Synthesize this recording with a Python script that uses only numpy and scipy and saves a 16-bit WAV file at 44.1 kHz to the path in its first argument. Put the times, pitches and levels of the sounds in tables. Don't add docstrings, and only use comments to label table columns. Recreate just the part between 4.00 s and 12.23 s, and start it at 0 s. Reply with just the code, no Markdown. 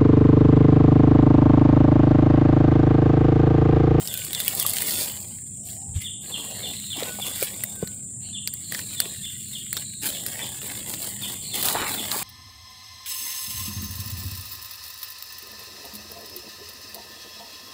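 import sys
import numpy as np
from scipy import signal
from scipy.fft import rfft, irfft, next_fast_len
from scipy.io import wavfile
from scipy.ndimage import uniform_filter1d

SR = 44100
rng = np.random.default_rng(int(sys.argv[2]) if len(sys.argv) > 2 else 0)


def pcm_store(signal):
    levels = np.round(np.clip(np.atleast_2d(signal), -1, 1) * 32767)
    wavfile.write(sys.argv[1], SR, levels.astype(np.int16).T)


N = 362943
TIME = np.arange(N) / SR
SACK_DOWN_S = 1.3


def from_db(db):
    return 10 ** (np.asarray(db) / 20)


def rms_one(x):
    return x / np.sqrt(np.mean(x ** 2) + 1e-20)


def in_time(rows, t=TIME):
    times_s, *columns = np.transpose(rows)
    return [np.interp(t, times_s, column) for column in columns]


def add(track, start_s, sound):
    i = max(0, int(start_s * SR))
    track[i:i + len(sound)] += sound[:max(0, N - i)]


def colour(x, spectrum):
    size = next_fast_len(len(x) + SR // 10, real=True) // 2 * 2
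    hz, db = np.transpose(spectrum)
    bins_hz = np.arange(size // 2 + 1) * SR / size
    gain = rms_one(from_db(np.interp(np.log(bins_hz + 1), np.log(hz), db)))
    cepstrum = irfft(np.log(gain))
    cepstrum[1:size // 2] *= 2
    cepstrum[size // 2 + 1:] = 0
    return irfft(rfft(x, size) * np.exp(rfft(cepstrum)))[:len(x)]


def drift(rate_hz):
    step = 40
    r = np.exp(-2 * np.pi * step * rate_hz / SR)
    warm_up = 2000
    noise = rng.standard_normal(N // step + 2 + warm_up)
    slow = signal.lfilter([1], [1, -2 * r, r * r], noise)[warm_up:]
    return np.interp(np.arange(N) / step, np.arange(len(slow)), rms_one(slow))


def ring(x, hz, t60_s):
    r = from_db(-60 / (t60_s * SR))
    w = 2 * np.pi * hz / SR
    return signal.lfilter([1, 0, -1], [1, -2 * r * np.cos(w), r * r], x)


def envelope(start_s, length_s, attack_s, release_s):
    since = TIME - start_s
    return np.clip(since / attack_s, 0, 1) * np.exp(-np.clip((since - length_s) / release_s, 0, 20))


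def wander(x, depth_db, width_hz, hold_s, size=1024):
    spectra = signal.stft(x, nperseg=size)[2]
    patches = rng.standard_normal(spectra.shape)
    for axis, steps in enumerate([width_hz * size / SR, 2 * hold_s * SR / size]):
        r = np.exp(-1 / steps)
        patches = signal.filtfilt([1 - r], [1, -r], patches, axis=axis, padtype="even")
    gain = rms_one(from_db(depth_db * np.clip(rms_one(patches), -2, 1.5)))
    return signal.istft(spectra * gain, nperseg=size)[1][:N]


def glides(rows, waver=0.007):
    out = np.zeros(N)
    wobble = 1 + waver * drift(39)
    for s, length_s, start_hz, end_hz, db in rows:
        count = int(length_s * SR)
        pitch = np.linspace(start_hz, end_hz, count) * wobble[int(s * SR):][:count]
        tone = np.sin(2 * np.pi * np.cumsum(pitch) / SR)
        add(out, s, from_db(db) * np.hanning(count) * tone)
    return out


def noise_band(hz, half_width_hz):
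    phase = 2 * np.pi * np.cumsum(hz) / SR
    lowpass = signal.butter(3, half_width_hz, fs=SR, output="sos")
    a, b = signal.sosfilt(lowpass, rng.standard_normal((2, len(hz))))
    return rms_one(a * np.cos(phase) + b * np.sin(phase))


def scatter(x, decay_s):
    lag = np.arange(SR // 2) / SR
    cloud = rng.standard_normal(len(lag)) * np.exp(-lag / decay_s)
    return signal.fftconvolve(x, cloud / np.linalg.norm(cloud))[:len(x)]


def distance(waver_db=4, rumble_db=-45.5):
    # (mean frequency [Hz], level [dB])
    hum_lines = [(95, -54.5), (199.5, -52), (202, -54.5)]
    # (frequency [Hz], relative power density [dB])
    rumble_spectrum = [(20, -66), (45, -12.5), (70, -8.5), (95, 1.5), (125, 1.5), (160, -2), (210, -3.5),
                       (270, -10), (400, -20.5), (700, -42), (1200, -49)]
    seconds = np.cumsum(1 + .007 * drift(2)) / SR
    hum = np.zeros(N)
    for hz, db in hum_lines:
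        swell = rms_one(from_db(waver_db * np.clip(drift(3.7), -2, 1)))
        hum += from_db(db) * swell * np.sin(2 * np.pi * hz * seconds)
    return hum + from_db(rumble_db) * colour(rng.standard_normal(N), rumble_spectrum)


def buzz(throb_db=1.5):
    # (start [s], length [s], level [dB])
    spell_rows = [(2.238, 0.36, -48.5), (2.523, 0.41, -43), (4.219, 0.043, -46.5), (4.608, 0.57, -46.5),
                  (5.422, 0.11, -48.5), (5.696, 0.44, -45.5), (7.407, 0.54, -40.5)]
    start_hz, fall_hz_per_s, lowest_hz, half_width_hz = 4300, 900, 3990, 250
    out = np.zeros(N)
    for s, length_s, db in spell_rows:
        hz = np.clip(start_hz - fall_hz_per_s * (TIME - s), lowest_hz, start_hz)
        swell = envelope(s, length_s, attack_s=0.043, release_s=0.089)
        out += from_db(db) * swell * noise_band(hz, half_width_hz)
    return out * from_db(throb_db * drift(75))


def insects(voices_db=2.5, drone_db=-37):
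    # (frequency [Hz], relative power density [dB])
    drone_spectrum = [(6000, -48), (6700, -20.5), (7050, -3), (7450, 0.5), (8200, -3), (9200, -7),
                      (9800, -22), (11000, -59)]
    band = colour(rng.standard_normal(N), drone_spectrum)
    chorus = wander(band, voices_db, width_hz=35, hold_s=0.014)
    return chorus * from_db(drone_db) + buzz()


def birds(echo_db=-1.5, echo_s=0.13, flutter_db=1.5, leaves_s=0.012, half_hidden_db=-33,
          whistle_echo_db=-8, bank_s=.055, bank_db=-9):
    # (start [s], level [dB], to which the chirp's own level adds)
    chirp_starts = [(.085, -38), (0.336, -36.5), (.592, -36), (2.041, -34.5), (2.316, -33), (2.629, -33.5),
                    (2.903, -33), (3.205, -34), (4.33, -37), (4.962, -38), (5.23, -37.5), (5.53, -37.5),
                    (6.122, -39.5), (6.411, -38.5), (7.214, -35.5), (7.512, -36), (7.968, -34.5)]
    # (time from its start [s], frequency before a small random shift [Hz], relative level [dB])
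    chirp_shape = [(0, 3650, 2.5), (.008, 3530, 1.5), (.02, 3500, 6.5), (.027, 3190, 5), (.034, 2900, -3.5),
                   (.046, 2770, -2.5), (.057, 2720, -40)]
    # (start [s], length [s], start frequency [Hz], end frequency [Hz], level [dB])
    whistle_rows = [(.03, 0.26, 1580, 1470, -47), (3.02, 0.17, 1488, 1492, -42),
                    (3.5, .36, 3685, 3655, -52), (3.66, 0.32, 1620, 1420, -52)]
    calls = np.zeros(N)
    t = np.arange(int(chirp_shape[-1][0] * SR)) / SR
    hz, shape_db = in_time(chirp_shape, t)
    for s, db in chirp_starts:
        pitch = hz * (1 + 0.0087 * rng.standard_normal())
        tone = from_db(db + shape_db) * np.sin(2 * np.pi * np.cumsum(pitch) / SR)
        call = np.pad(tone, (0, SR // 10))
        blur = from_db(half_hidden_db - db)
        blurred = call + blur * scatter(call, leaves_s)
        add(calls, s, rms_one(blurred) * np.std(call))
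    calls = calls * from_db(flutter_db * drift(170))
    stir = from_db(echo_db + flutter_db * drift(42))
    echo = stir * scatter(calls, echo_s)
    echo += from_db(bank_db) * np.interp(TIME - bank_s, TIME, calls, left=0)
    whistles = glides(whistle_rows)
    return calls + echo + whistles + from_db(whistle_echo_db) * scatter(whistles, echo_s)


def wind_puff(at_s=1.972, width_s=0.018, hz=66, db=-25, lead_s=0.071, lead_db=-12):
    since = TIME - at_s
    lead = np.exp(-((since + lead_s) / (2 * width_s)) ** 2)
    swell = np.exp(-(since / width_s) ** 2) + from_db(lead_db) * lead
    air = colour(rng.standard_normal(N), [(25, -24), (hz, 0), (105, 0), (500, -45)])
    return from_db(db) * swell * air


def swish(half_width_share=0.09):
    # (start [s], length [s], start frequency [Hz], end frequency [Hz], level [dB])
    swish_rows = [(1.5, .55, 560, 900, -54), (1.45, .55, 6000, 5300, -58), (4.2, .17, 2900, 3100, -51)]
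    out = np.zeros(N)
    for s, length_s, start_hz, end_hz, db in swish_rows:
        hz = np.linspace(start_hz, end_hz, int(length_s * SR))
        band = noise_band(hz, half_width_share * end_hz)
        add(out, s, from_db(db) * np.hanning(len(hz)) * band)
    return out


def squeaks():
    # (start [s], length [s], start frequency [Hz], end frequency [Hz], level [dB])
    squeak_rows = [(1.08, 0.24, 15200, 12400, -48), (2.19, 0.068, 11700, 15000, -49),
                   (2.24, 0.13, 12500, 13800, -45)]
    lower_rows = np.multiply(squeak_rows, [1, 1, 4 / 5, 4 / 5, 1])
    return glides(squeak_rows) + .5 * glides(lower_rows)


def knocks(scuff_db=-5, scuff_s=0.0049, scuff_reach=1.06, contact_s=.0004, lowest_hz=80):
    # (start [s], level before a common gain [dB], pitch [Hz], 60 dB decay [s])
    knock_rows = [(.534, -38.5, 790, 0.13), (0.65, -28, 1136, 0.04), (2.979, -30, 310, 0.052),
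                  (3.024, -20.5, 482, 0.024), (3.187, -30, 830, 0.027), (3.197, -29, 807, 0.03),
                  (3.424, -20, 527, 0.025), (3.8269, -17, 446, 0.019), (3.8313, -20, 204, 0.035),
                  (5.059, -34, 400, 0.037), (7.752, -19, 850, 0.0098), (8.161, -29.5, 420, 0.021)]
    common_db = 4.0
    t = np.arange(SR // 10) / SR
    out = np.zeros(N)
    for s, db, hz, t60_s in knock_rows:
        onset = 1 - np.exp(-t / contact_s)
        body = np.sin(2 * np.pi * hz * t) * from_db(-60 * t / t60_s) * onset
        soil = signal.butter(2, [hz / 2, hz * scuff_reach], "band", fs=SR, output="sos")
        grit = rms_one(signal.sosfilt(soil, rng.standard_normal(len(t))))
        scuff = grit * np.exp(-t / scuff_s)
        add(out, s, from_db(db + common_db) * (body + from_db(scuff_db) * scuff))
    return signal.sosfilt(signal.butter(2, lowest_hz, "high", fs=SR, output="sos"), out)


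def snaps(tail_db=-23, ring_s=0.0068, splinter_db=-13, splinter_s=.007):
    # (start [s], crack and stem levels before their common gains [dB], stem pitch [Hz])
    snap_rows = [(0.0743, -29, -19, 5300), (0.140, -25, -23.5, 3150), (0.175, -25.5, -27, 3830),
                 (0.249, -26, -31, 4180), (0.3314, -26, -20, 3800), (0.3488, -30, -18.5, 3840),
                 (0.402, -21, -17, 3460), (0.448, -26, -36, 3610), (0.4801, -14, -12.5, 3000),
                 (0.55, -22, -42, 4180), (0.598, -17.5, -17, 5500), (0.627, -23, -30, 3520),
                 (0.6645, -16.5, -22, 3660), (0.696, -21, -28, 3470), (0.735, -20.5, -23.5, 4400),
                 (0.768, -25, -18, 3010), (0.7844, -40, -18, 3280), (0.8206, -21, -21, 1960),
                 (0.908, -26, -18, 4330), (3.033, -46, -21, 4000), (3.427, -19, -16.5, 2360),
                 (3.637, -19.5, -21, 2050), (3.874, -35, -27.5, 4100), (4.4744, -24, -16, 4670),
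                 (4.538, -26.5, -33, 4570), (4.7224, -27, -21, 1840), (4.747, -36, -18.5, 1820),
                 (4.792, -33, -23, 2120), (5.0021, -15.5, -11.5, 4460), (5.7288, -22, -22.5, 2180),
                 (5.7683, -39, -15, 3620), (6.2642, -24, -24, 4900), (6.9387, -41, -22, 3800),
                 (7.627, -21.5, -20.5, 4100), (7.6857, -26, -12.5, 3600), (8.116, -29, -14, 3900)]
    # (frequency [Hz], relative power density [dB])
    crack_spectrum = [(1500, -51), (4500, -61), (6000, -24), (7500, -7.5), (8800, 0.5), (11000, -3.5),
                      (13000, -1.5), (15300, 0.5)]
    stem_spectrum = [(200, -4.5), (500, 1), (900, -4.5), (1700, 7), (2400, 0.5), (4300, 4.5), (6000, 1.5),
                     (10000, -2)]
    t = np.arange(SR // 20) / SR
    cracks, stems = np.zeros(N), np.zeros(N)
    burst = np.exp(-t / .001)
    shiver = np.exp(-t / .011)
    for s, crack_db, stem_db, hz in snap_rows:
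        delays_s = rng.random(2) * splinter_s
        splinters = sum(np.interp(t - late, t, burst, left=0) for late in delays_s)
        fade = burst + from_db(splinter_db) * splinters + from_db(tail_db) * shiver
        crack, bend = rng.standard_normal((2, len(t))) * fade
        if s < SACK_DOWN_S:
            bend = signal.sosfilt(signal.butter(2, hz / 2, "high", fs=SR, output="sos"), bend)
        stem = rms_one(bend) + .5 * rms_one(ring(bend, hz, ring_s))
        add(cracks, s, from_db(crack_db) * rms_one(crack))
        add(stems, s, from_db(stem_db) * rms_one(stem))
    return from_db(-7.0) * colour(cracks, crack_spectrum) + from_db(-18.5) * colour(stems, stem_spectrum)


def slips(per_s, spread_db, clump_db):
    born = rng.random(N) < per_s * from_db(clump_db * drift(25)) / SR
    return born * from_db(spread_db * np.minimum(rng.exponential(1, N), 3.6))


def grains(sizes, grain_s, friction):
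    power = signal.lfilter([1], [1, -np.exp(-2 / (grain_s * SR))], sizes ** 2 + 1e-12)
    power = power / np.mean(power) + friction
    return np.sqrt(power / uniform_filter1d(power, SR // 10)) * rng.standard_normal(N)


def handling_levels():
    # (time [s], stir of sack and grass [dB], rub of clothes [dB])
    shifting_rows = [(0, -41, -48), (1.04, -38.5, -48.5), (1.22, -46.5, -51), (1.44, -56.5, -69.5),
                     (1.86, -62.5, -66), (2.19, -74, -61), (2.4, -46, -47), (2.9, -46, -65),
                     (3.3, -40.5, -50.5), (3.9, -51, -52), (4.07, -59.5, -66), (4.38, -64, -62.5),
                     (4.6, -51, -61.5), (4.92, -43.5, -53.5), (5.3, -47.5, -70), (5.96, -54.5, -79),
                     (6.2, -43.5, -48.5), (7.47, -46.5, -56.5), (8.2, -37, -37)]
    # (start [s], length [s], plastic crinkle [dB], grass crackle [dB], cloth rub [dB])
    stroke_rows = [(0.37, 0.17, -38, -46.5, -46), (0.543, 0.33, -34, -50, -42),
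                   (0.853, 0.19, -31, -42, -41), (1.636, 0.1, -45, -58, -65),
                   (1.936, 0.04, -62.5, -50, -77), (1.988, 0.036, -43, -48, -74),
                   (2.212, 0.071, -49.5, -53, -59), (2.276, 0.45, -54.5, -53, -44.5),
                   (2.945, 0.13, -47, -41.5, -40), (3.237, 0.027, -34.5, -43, -37),
                   (3.33, 0.078, -41, -46, -60), (3.388, 0.044, -32.5, -41.5, -46),
                   (4.192, 0.14, -71, -61, -80), (4.7, 0.088, -41.5, -47, -41),
                   (5.005, 0.056, -57, -49, -44.5), (5.482, 0.11, -46.5, -58, -63),
                   (5.725, 0.082, -45.5, -47, -50), (6.01, 0.084, -32, -38.5, -40),
                   (6.255, 0.083, -44, -46, -47.5), (6.365, 0.085, -52, -42, -41),
                   (6.602, 0.17, -43, -48, -45.5), (6.859, 0.08, -38.5, -48, -44),
                   (6.984, 0.099, -37, -47, -46), (7.196, 0.14, -40.5, -46.5, -44.5),
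                   (7.523, 0.12, -32.5, -41, -36), (7.627, 0.077, -28, -39.5, -30.5),
                   (7.73, 0.14, -56, -39.5, -26), (7.854, 0.12, -36.5, -55, -34),
                   (8.096, 0.1, -36, -57.5, -34)]
    usual_stir_db, grass_below_db, carried_db = -48.5, -6.5, -2
    grass_follows = 1.225
    attack_s, release_s = 0.029, 0.041
    settle_db, settle_s = -4, 0.063
    stir_db, clothes_db = in_time(shifting_rows)
    blades_db = usual_stir_db + grass_below_db + grass_follows * (stir_db - usual_stir_db)
    blades_db += carried_db * (TIME < SACK_DOWN_S)
    power = from_db([stir_db, blades_db, clothes_db]) ** 2
    for s, length_s, *levels_db in stroke_rows:
        stroke = envelope(s, length_s, attack_s, release_s)
        settling = from_db(settle_db) * envelope(s, length_s, attack_s, settle_s)
        push = np.maximum(stroke, settling)
        power += np.outer(from_db(levels_db) ** 2, push ** 2)
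    return 10 * np.log10(power)


def rustle(fold_db=3, grass_db=7.0, sleeve_db=4, pressed_db=-33, creased_db=-34, crumple_db=-10):
    # (frequency [Hz], relative power density [dB])
    crinkle_spectrum = [(2500, -25), (4300, -3.5), (6000, -9), (7300, -3.5), (8800, 2), (11000, -1),
                        (13000, -3), (15300, 3)]
    crumple_spectrum = [(2500, -12), (4600, 7.5), (6300, 11.5), (8000, -25.5)]
    crackle_spectrum = [(700, -28.5), (1400, -8.5), (1900, 2), (2500, -1), (3300, 3), (4300, -2.5),
                        (5900, -10.5), (9000, -7.5)]
    rub_spectrum = [(40, -32), (130, -5), (280, 5), (500, 3.5), (800, 1.5), (1250, -6.5), (1700, -37),
                    (4000, -21.5)]
    scrape_spectrum = [(400, -14.5), (850, 4), (1300, -1), (1780, -2.5), (2600, -3.5), (6000, -89)]
    crinkle_db, crackle_db, rub_db = handling_levels()
    pace = .5 + from_db(crinkle_db + 40)
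    shared = slips(per_s=350 * pace, spread_db=4.3, clump_db=3)
    plastic_slips = shared + slips(per_s=600 * pace, spread_db=4.5, clump_db=3)
    grass_slips = shared + slips(per_s=220 * pace, spread_db=4.6, clump_db=2.5)
    cloth_slips = shared + slips(per_s=240, spread_db=2.5, clump_db=4)
    plastic = grains(plastic_slips, grain_s=.0004, friction=.15)
    grass = grains(grass_slips, grain_s=.0005, friction=.1)
    cloth = grains(cloth_slips, grain_s=0.0024, friction=0.95)
    plastic = from_db(crinkle_db + 7.0) * wander(plastic, fold_db, width_hz=39, hold_s=0.035)
    grass = from_db(crackle_db + 6.5) * wander(grass, grass_db, width_hz=36, hold_s=0.02)
    cloth = from_db(rub_db) * wander(cloth, sleeve_db, width_hz=58, hold_s=0.029)
    pressed = 1 / (1 + from_db(pressed_db - rub_db) ** 2)
    rub = colour(cloth * (1 - pressed), rub_spectrum)
    scrape = colour(cloth * pressed * from_db(-1.5), scrape_spectrum)
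    creased = 1 / (1 + from_db(creased_db - crinkle_db))
    crunch = from_db(crumple_db) * colour(plastic * creased, crumple_spectrum)
    sack = colour(plastic, crinkle_spectrum) + crunch
    return sack + colour(grass, crackle_spectrum) + rub + scrape


def scene():
    background = distance() + insects() + birds()
    handling = wind_puff() + swish() + squeaks() + knocks() + snaps() + rustle()
    return (background + handling)[None]


def suppressor(x, threshold_db=-84, size=512):
    spectra = signal.stft(x, nperseg=size)[2]
    power = uniform_filter1d(np.abs(spectra) ** 2, size=3, axis=0)
    power = uniform_filter1d(power, size=5, axis=1)
    gain = power / (power + from_db(threshold_db) ** 2)
    return signal.istft(spectra * gain, nperseg=size)[1][:N]


def record(dry, cutoff_hz=15600):
    quieted = suppressor(dry[0])[None]
    top_cut = signal.ellip(12, .2, 70, cutoff_hz, fs=SR, output="sos")
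    return signal.sosfilt(top_cut, np.clip(quieted, -1, 1))


dry = scene()
out = record(dry)
pcm_store(out)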